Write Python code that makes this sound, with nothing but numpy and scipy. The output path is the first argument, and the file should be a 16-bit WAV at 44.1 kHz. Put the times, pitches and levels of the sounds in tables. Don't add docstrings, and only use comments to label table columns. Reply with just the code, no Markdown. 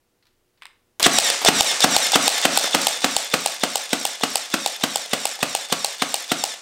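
import sys
import numpy as np
from scipy import signal
from scipy.fft import rfft, irfft, next_fast_len
from scipy.io import wavfile
from scipy.ndimage import uniform_filter1d

SR = 44100
rng = np.random.default_rng(int(sys.argv[2]) if len(sys.argv) > 2 else 0)


def boost(x):
    u = np.asarray(x, float) / 20
    return 10 ** u


def unload_audio(sound):
    columns = np.transpose(np.atleast_2d(sound))
    steps = np.round(np.clip(columns, -1, 1) * 32767)
    wavfile.write(sys.argv[1], SR, steps.astype(np.int16))


N = 291501
TIME = np.arange(N) / SR

# (time [s], gain [dB])
RECORDER_GAIN = [(0, 23), (.996, 24), (1.004, 14), (1.7, 12.5), (2.3, 9), (3.1, 0), (3.7, -3), (6.61, -4.5)]
# (frequency [Hz], level [dB per Hz])
AIR_SPECTRUM = [(12, -35), (20, 3), (27, -18), (96, -11), (113, -18), (277, -15), (310, -14), (357, -13),
                (388, -15), (472, -18), (513, -17.5), (1290, -24), (16000, -33.5)]
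# (frequency [Hz], level [dB rms])
LAMP_HUM = [(120, -84), (240, -89), (362, -82), (480, -82.5)]

# (time [s], peak [dB], brightness [dB], rustle after it [dB])
GRIP_SNAPS = [
    (0.2259, -49, -9, -12),
    (0.2544, -53, 0, -12),
    (0.2685, -52, 1, -13),
    (0.5744, -54, -8, -5),
]
# (time [s], peak [dB], brightness [dB], rustle after it [dB])
SWITCH_SNAPS = [
    (0.614, -48, -4, -15),
    (0.6212, -28, -4, -15),
    (0.6334, -37, 0, -16),
    (0.6544, -30, 2.5, -30),
    (0.6664, -40, 5, -25),
]
# (time [s], peak [dB], brightness [dB], rustle after it [dB])
TRIGGER_SNAPS = [
    (0.9969, -15, 0.013, -2.5),
    (1.4155, -18, -2, -1.5),
    (2.6424, -10.5, -5, -14),
]
# (frequency [Hz], level [dB per Hz])
GRIP_SPECTRUM = [(530, -42), (900, -10), (1650, -10), (1730, -8), (2710, -12), (4540, -5), (6560, -17),
                 (14000, -23)]
SWITCH_SPECTRUM = [(400, -43), (780, -5), (1300, 0), (2500, 3.5), (3500, -2), (5400, -11.5), (6800, -19),
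                   (8600, -8), (10200, -24), (11500, -20), (16000, -28)]
TRIGGER_SPECTRUM = [(88, -53), (150, -15), (716, -3.5), (1790, -9.5), (2310, -9), (2810, -9), (3220, -6),
                    (5680, -13), (8230, -17.5), (13700, -17), (16000, -39)]
RUSTLE_T60_S = (.22, .16, .3)

# (time [s], blow [dB], thump in the block [dB], whine [dB])
SHOTS = [(1.1855, 0, 0, 4.5), (1.6075, -0.5, -.5, 4), (1.9643, 0, -0.5, 4.5), (2.2789, -1, -1, 2.5),
         (2.574, -0.5, -1.5, 1), (2.869, -1, -2, 0), (3.1651, -1.5, -0.5, 2), (3.46, -1, -2, 1),
         (3.7561, -2, -1.5, 2), (4.0517, -2, -1, 2.5), (4.356, -2, 0, 2), (4.6609, -2, -1.5, 2.5),
         (4.9577, -0.5, -1.5, 2), (5.254, -0.5, -3.5, 2.5), (5.5498, -1.1, -2.5, 2.5), (5.8456, 0, -4, 3),
         (6.1419, -1.4, -1.5, 2), (6.4383, -0.8, -2, 5)]

# (time from latch [s], level against latch [dB])
RACK_TICKS = [
    (-.053, -24),
    (-.039, -35),
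    (-.021, -24.5),
    (.020, -28),
    (.039, -29),
    (.062, -25),
    (.082, -24),
    (.102, -27),
]
# (frequency [Hz], level [dB per Hz])
PIN_SPECTRUM = [(8000, -27), (10500, -2), (12800, 1), (14500, -7), (16000, -10.5)]
# (time from latch [s], level against latch [dB], brightness [dB])
CONTACTS = [
    (-.146, -13.5, -4),
    (-.107, -25, 0),
    (-.053, -19.5, 7.5),
    (-.040, -20, 7),
    (.013, -11, 7),
    (.021, -11.5, 3),
    (.037, -21.5, 8),
]
# (frequency [Hz], level [dB per Hz])
TICK_SPECTRUM = [(400, -55), (800, -21), (2000, -4.5), (3500, -1.5), (5000, 2), (6500, -4), (8500, 0.5),
                 (10000, -12), (16000, -14.5)]
# (frequency [Hz], level [dB per Hz])
CLACK_SPECTRUM = [(590, -21), (1000, -52), (1340, -13), (1850, -17), (2440, -4.5), (2740, 0.5), (4790, -1),
                  (6040, -9.5), (8070, 1.5), (9280, -2.5), (10100, -16.5), (12700, -8.5), (16000, -22)]
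# (frequency [Hz], level [dB], time to fall 60 dB [s])
HOUSING_MODES = [(570, -11, .018), (700, -6, .022), (800, -2, .033), (890, -11, .016), (3000, -10, .012),
                 (3600, -9, .015), (5200, -11, .012), (7600, -9, .009), (9200, -8, .009)]

# (time from latch [s], level [dB])
GEAR_NOISE = [(-.162, -11), (-.143, 0), (-.122, 0.5), (-.11, 3), (-.082, 0), (.061, 1.5), (0.106, -2),
              (.117, -5), (.25, -13.5)]
# (frequency [Hz], level [dB per Hz])
GEAR_SPECTRUM = [(60, -52), (120, -55), (244, -17), (328, -15), (500, -3.5), (740, -7), (1800, -2.5),
                 (3600, -3), (5530, -1.5), (6500, -3), (7450, -4.5), (9300, -8.5), (10000, -15.5),
                 (15500, -30)]
# (multiple of tooth rate, on the lift [dB], on the rewind [dB])
TEETH = [(1, -13, -6), (1.2, -8, -5), (1.8, -4, -3), (2, 1, 2), (2.4, -5, -7), (3, 3, 2.5), (4, 0, 1),
         (5, -9, -8)]
# (start from latch [s], end [s], first rate [Hz], rate it heads for [Hz], settling [s])
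LOADS = [
    (-.15, -.124, 1550, 2200, .03),
    (-.095, 0.001, 2261, 1735, .042),
    (.03, .105, 2352, 1670, .0255),
]
SWELL_S = (.002, .011, .007)
# (frequency [Hz], level [dB])
CASING = [(1750, 2), (2300, -1), (3400, -3), (3800, 2), (5100, -5), (5600, 1), (6900, -6), (7400, 1)]
# (frequency [Hz], width [Hz], level [dB])
SQUEAL_TONES = [(2890, 300, -10), (3520, 330, -0.5)]
# (time from latch [s], level [dB], rise [dB/s], fall [dB/s])
SQUEAL_TIMES = [
    (-.133, 5, 870, 1200),
    (0.104, -2.5, 850, 750),
]

# (frequency [Hz], level [dB per Hz])
SLAM_SPECTRUM = [(350, 1.5), (600, 5), (984, -1.5), (1490, 0), (2090, -9), (2340, -6), (2650, -1.5),
                 (3890, -6.5), (6550, -14.5), (8620, -10.5), (10700, -25), (13400, -18.5), (16000, -29)]
# (frequency [Hz], level [dB], time to fall 60 dB [s])
BLOCK_MODES = [(162, -17.5, 0.068), (197, -29, 0.032), (263, -16, 0.059), (290, -15, 0.076),
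               (324, -11.5, 0.052), (387, -18.5, 0.037), (475, -16, 0.038), (525, -8.5, 0.056),
               (645, -42, 0.015), (744, -3.5, 0.062), (870, -15.5, 0.028), (1182, -5, 0.039),
               (1575, -11.5, 0.029), (1960, -5, 0.013)]

LATCH_DB = -4


def rms_one(x):
    return x / np.sqrt(np.mean(x ** 2) + 1e-20)


def at_hz(points, hz):
    point_hz, point_db = np.transpose(points)
    return np.interp(np.log(hz), np.log(point_hz), point_db)


def coloured(spectrum):
    hz = np.maximum(np.arange(N // 2 + 1) * SR / N, 1)
    white = rfft(rng.standard_normal(N))
    return rms_one(irfft(white * boost(at_hz(spectrum, hz)), N))


def above(x, hz):
    return signal.sosfilt(signal.butter(3, hz, "high", fs=SR, output="sos"), x)


def resonance(x, hz, width_hz):
    r = np.exp(-np.pi * width_hz / SR)
    feedback = [1, -2 * r * np.cos(2 * np.pi * hz / SR), r * r]
    return signal.lfilter(np.array([1, 0, -1]) * (1 - r * r) / 2, feedback, x)


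def drift(rate_hz):
    r = np.exp(-2 * np.pi * rate_hz / SR)
    wander = signal.lfilter([1], [1, -2 * r, r * r], rng.standard_normal(N + SR))
    return rms_one(wander[SR:])


def train(times, db):
    out = np.full(N, 1e-18)
    at = np.clip((np.asarray(times) * SR).astype(int), 0, N - 1)
    np.add.at(out, at, boost(db))
    return out


def fade(clicks, t60):
    rise = np.exp(-1 / (.0004 * SR))
    decay = signal.lfilter([1], [1, -boost(-60 / (t60 * SR))], clicks)
    return signal.lfilter([1 - rise], [1, -rise], decay)


def rattle(times, db, bright_db, spectrum, t60):
    noise = coloured(spectrum)
    low = signal.sosfilt(signal.butter(2, 5000, fs=SR, output="sos"), noise)
    high = noise - low
    return low * fade(train(times, db), t60) + high * fade(train(times, db + bright_db), 0.59 * t60)


def struck(modes, times, db, spread_db):
    out = np.zeros(N)
    luck = rng.standard_normal((len(times), len(modes)))
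    for k, (hz, level_db, t60) in enumerate(modes):
        r = boost(-60 / (t60 * SR))
        w = 2 * np.pi * hz / SR
        clicks = train(times, db + level_db + spread_db * luck[:, k])
        out += signal.lfilter([0, np.sin(w)], [1, -2 * r * np.cos(w), r * r], clicks)
    return out


def gain_db(s):
    return np.interp(s, *np.transpose(RECORDER_GAIN))


def room_tone():
    hiss = boost(-75) * coloured(AIR_SPECTRUM)
    hum = 0
    for hz, db in LAMP_HUM:
        hum = hum + boost(db - 3.5 + 2.1 * drift(5.8)) * np.sin(2 * np.pi * hz * TIME)
    return hiss + hum


def shop(x):
    t60_s, wall_cut_hz = 0.43, 9400
    size = next_fast_len(N + SR)
    turn = np.exp(-2j * np.pi * np.arange(size // 2 + 1) / size)
    dull = np.exp(-2 * np.pi * wall_cut_hz / SR)
    wall = (1 - dull) / (1 - dull * turn)
    out = 0
    lags = (rng.uniform(.011, .045, 12) * SR).astype(int)
    for k, lag in enumerate(lags):
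        loop = boost(-60 * lag / SR / t60_s) * wall * turn ** lag
        out = out + (-1) ** k * loop / (1 - loop)
    for lag in (47, 113, 211):
        out = out * (turn ** lag - .6) / (1 - 0.53 * turn ** lag)
    return irfft(rfft(x, size) * out, size)[:N]


def fingers():
    snaps = (GRIP_SNAPS, SWITCH_SNAPS, TRIGGER_SNAPS)
    colours = (GRIP_SPECTRUM, SWITCH_SPECTRUM, TRIGGER_SPECTRUM)
    out = 0
    for events, colour, rustle_s in zip(snaps, colours, RUSTLE_T60_S):
        s, db, bright_db, rustle_db = np.transpose(events)
        snap = rattle(s, db + .5, bright_db + 2.5, colour, t60=0.015)
        rustle = rattle(s + 0.0018, db + rustle_db - 3.0, bright_db, colour, t60=rustle_s)
        out = out + snap + boost(3.0 * drift(150)) * rustle
    return out


def rack():
    latch_s, pins = np.array(SHOTS)[:, :1], np.array(RACK_TICKS)
    luck = rng.standard_normal((len(latch_s), len(pins), 2))
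    at = latch_s + pins[:, 0] + 0.00083 * luck[..., 0]
    db = LATCH_DB + gain_db(latch_s) + pins[:, 1] + 2.0 * luck[..., 1] - 2.5
    return coloured(PIN_SPECTRUM) * fade(train(at.ravel(), db.ravel()), t60=0.014)


def kicks_and_halts():
    s = np.array(SHOTS)[:, 0]
    early = .4 ** np.arange(len(s))
    eased_db = 1.45 * gain_db(s)
    luck = rng.standard_normal((len(s), 2))
    kick_s = s - .1597 + .0023 * early ** 2
    kick_db = -15.5 + eased_db + 1.5 * luck[:, 0]
    halt_s = s + .1012 + 0.0142 * early
    halt_db = -18 + 5.5 * early + eased_db + 2.5 * luck[:, 1]
    kicks = np.c_[kick_s, kick_db, 2.5 + 0 * s]
    halts = np.c_[halt_s, halt_db, -4 + 0 * s]
    return np.r_[kicks, halts]


def mechanism():
    s = np.array(SHOTS)[:, 0]
    db = LATCH_DB + gain_db(s)
    clack = rattle(s, db - 0.5, 0 * db + 2.5, CLACK_SPECTRUM, t60=0.021)
    ring = above(struck(HOUSING_MODES, s + .0003, db - 4, spread_db=1.2), hz=530)

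    offset, rel_db, bright_db = np.array(CONTACTS).T[:, None, :]
    luck = rng.standard_normal((len(s), len(CONTACTS), 2))
    contact_s = s[:, None] + offset + .0006 * luck[..., 0]
    contact_db = db[:, None] + rel_db + 1.2 * luck[..., 1]
    end_s, end_db, end_bright_db = kicks_and_halts().T
    at = np.r_[contact_s.ravel(), end_s]
    tick_db = np.r_[contact_db.ravel(), end_db - 3]
    tick_bright_db = np.r_[np.tile(bright_db[0], len(s)), end_bright_db]
    ticks = rattle(at, tick_db - 6.0, tick_bright_db, TICK_SPECTRUM, t60=0.03)
    tick_ring = above(struck(HOUSING_MODES, at, tick_db - 21, spread_db=9.0), hz=430)
    return clack + ring + ticks + tick_ring


def tooth_load(since):
    phase = np.searchsorted([-.11, .012], since)
    start, end, first_hz, last_hz, settle = np.array(LOADS)[phase].T
    fresh = .045 * np.exp(-((TIME - 1) / .85) ** 2 / 2)
    last_hz = last_hz * (1 + fresh)
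    age = np.maximum(since - start, 0)
    hz = np.minimum(last_hz + (first_hz - last_hz) * np.exp(-age / settle), 2200)
    swell_db = -45 * np.exp(-age / np.array(SWELL_S)[phase])
    release_db = -6000 * np.maximum(since - end, 0)
    spin_up_db = -3.5 * (phase == 0)
    return hz, -7.5 + swell_db + release_db + spin_up_db, phase == 2


def motor():
    shots, stroke = np.array(SHOTS), np.array(GEAR_NOISE)
    shot = np.searchsorted(shots[:, 0] + stroke[0, 0], TIME) - 1
    running = shot >= 0
    shot = np.maximum(shot, 0)
    since = TIME - shots[shot, 0]
    level = running * boost(gain_db(TIME) - 29.5)

    hz, whine_db, rewind = tooth_load(since)
    speed = 1 + .0035 * drift(120)
    turns = 2 * np.pi * np.cumsum(hz * speed) / SR
    whine = 0
    for k, lift_db, back_db in TEETH:
        tone_db = np.where(rewind, back_db, lift_db) + at_hz(CASING, k * hz) + 2.2 * drift(74)
        whine = whine + boost(tone_db) * np.sin(k * turns)
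    whine = boost(whine_db + shots[shot, 3]) * whine

    grit = boost(1.3 * drift(170))
    gears = boost(np.interp(since, *stroke.T)) * grit * coloured(GEAR_SPECTRUM)

    squeal_db = -31
    for s, db, rise, fall in SQUEAL_TIMES:
        peak_db = db + np.minimum(rise * (since - s), fall * (s - since))
        squeal_db = np.maximum(squeal_db, peak_db)
    white = rng.standard_normal(N)
    squeal = 0
    for tone_hz, width, db in SQUEAL_TONES:
        squeal = squeal + boost(db) * resonance(resonance(white, tone_hz, width), tone_hz, width)
    return level * (gears + whine + boost(squeal_db) * rms_one(squeal))


def driver():
    latch_s, db, thump_db, _ = np.transpose(SHOTS)
    s = latch_s - .1249
    bright_db = -0.3
    db = db - 0.2 + gain_db(s)
    scrape = rattle(s, db - 17.0, bright_db + 1.0, SLAM_SPECTRUM, t60=0.045)
    scrape = scrape + rattle(s + 0.00305, db - 12, bright_db + 11.0, SLAM_SPECTRUM, t60=0.077)
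    slam = rattle(s + 0.00438, db - 2.0, bright_db, SLAM_SPECTRUM, t60=0.017)
    slam = slam + rattle(s + 0.011, db - 22.0, bright_db, SLAM_SPECTRUM, t60=0.37)
    block_db = db + thump_db
    boom = struck(BLOCK_MODES, s + 0.004838, block_db - 4.0, spread_db=1.5)
    rebound_s = np.r_[s + .0095, s + .02]
    rebound_db = np.r_[block_db - 11, block_db - 17]
    rebound = struck(BLOCK_MODES, rebound_s, rebound_db, spread_db=0.5)
    return scrape + above(slam, hz=810) - boom - rebound


def scene():
    room = boost(gain_db(TIME) - 16) * room_tone()
    tool = fingers() + rack() + mechanism() + motor() + driver()
    tool = above(tool, 167)
    echo = shop(above(tool, 113))
    return (tool + boost(-22.0) * echo + room)[None]


def roll_off(x):
    return signal.sosfilt(signal.butter(12, 16790, fs=SR, output="sos"), x)


def record(dry):
    level_db = 10 * np.log10(uniform_filter1d(dry ** 2, size=96) + 1e-12)
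    ramp = 110 * TIME
    held_db = np.maximum.accumulate(level_db + ramp, axis=1) - ramp
    over_db = np.maximum(held_db + 7.5, 0)
    duck_db = signal.lfilter([.03], [1, -.97], over_db)
    x = dry * boost(-.8 * duck_db)
    x = x + 0.18 * x ** 4 / (1 + x ** 4)
    x = x / (1 + np.abs(x) ** 4) ** .25
    top_cut = signal.ellip(6, .5, 32, 15750, fs=SR, output="sos")
    x = .9 * signal.sosfilt(top_cut, x)
    return roll_off(x)


dry = scene()
out = record(dry)
unload_audio(out)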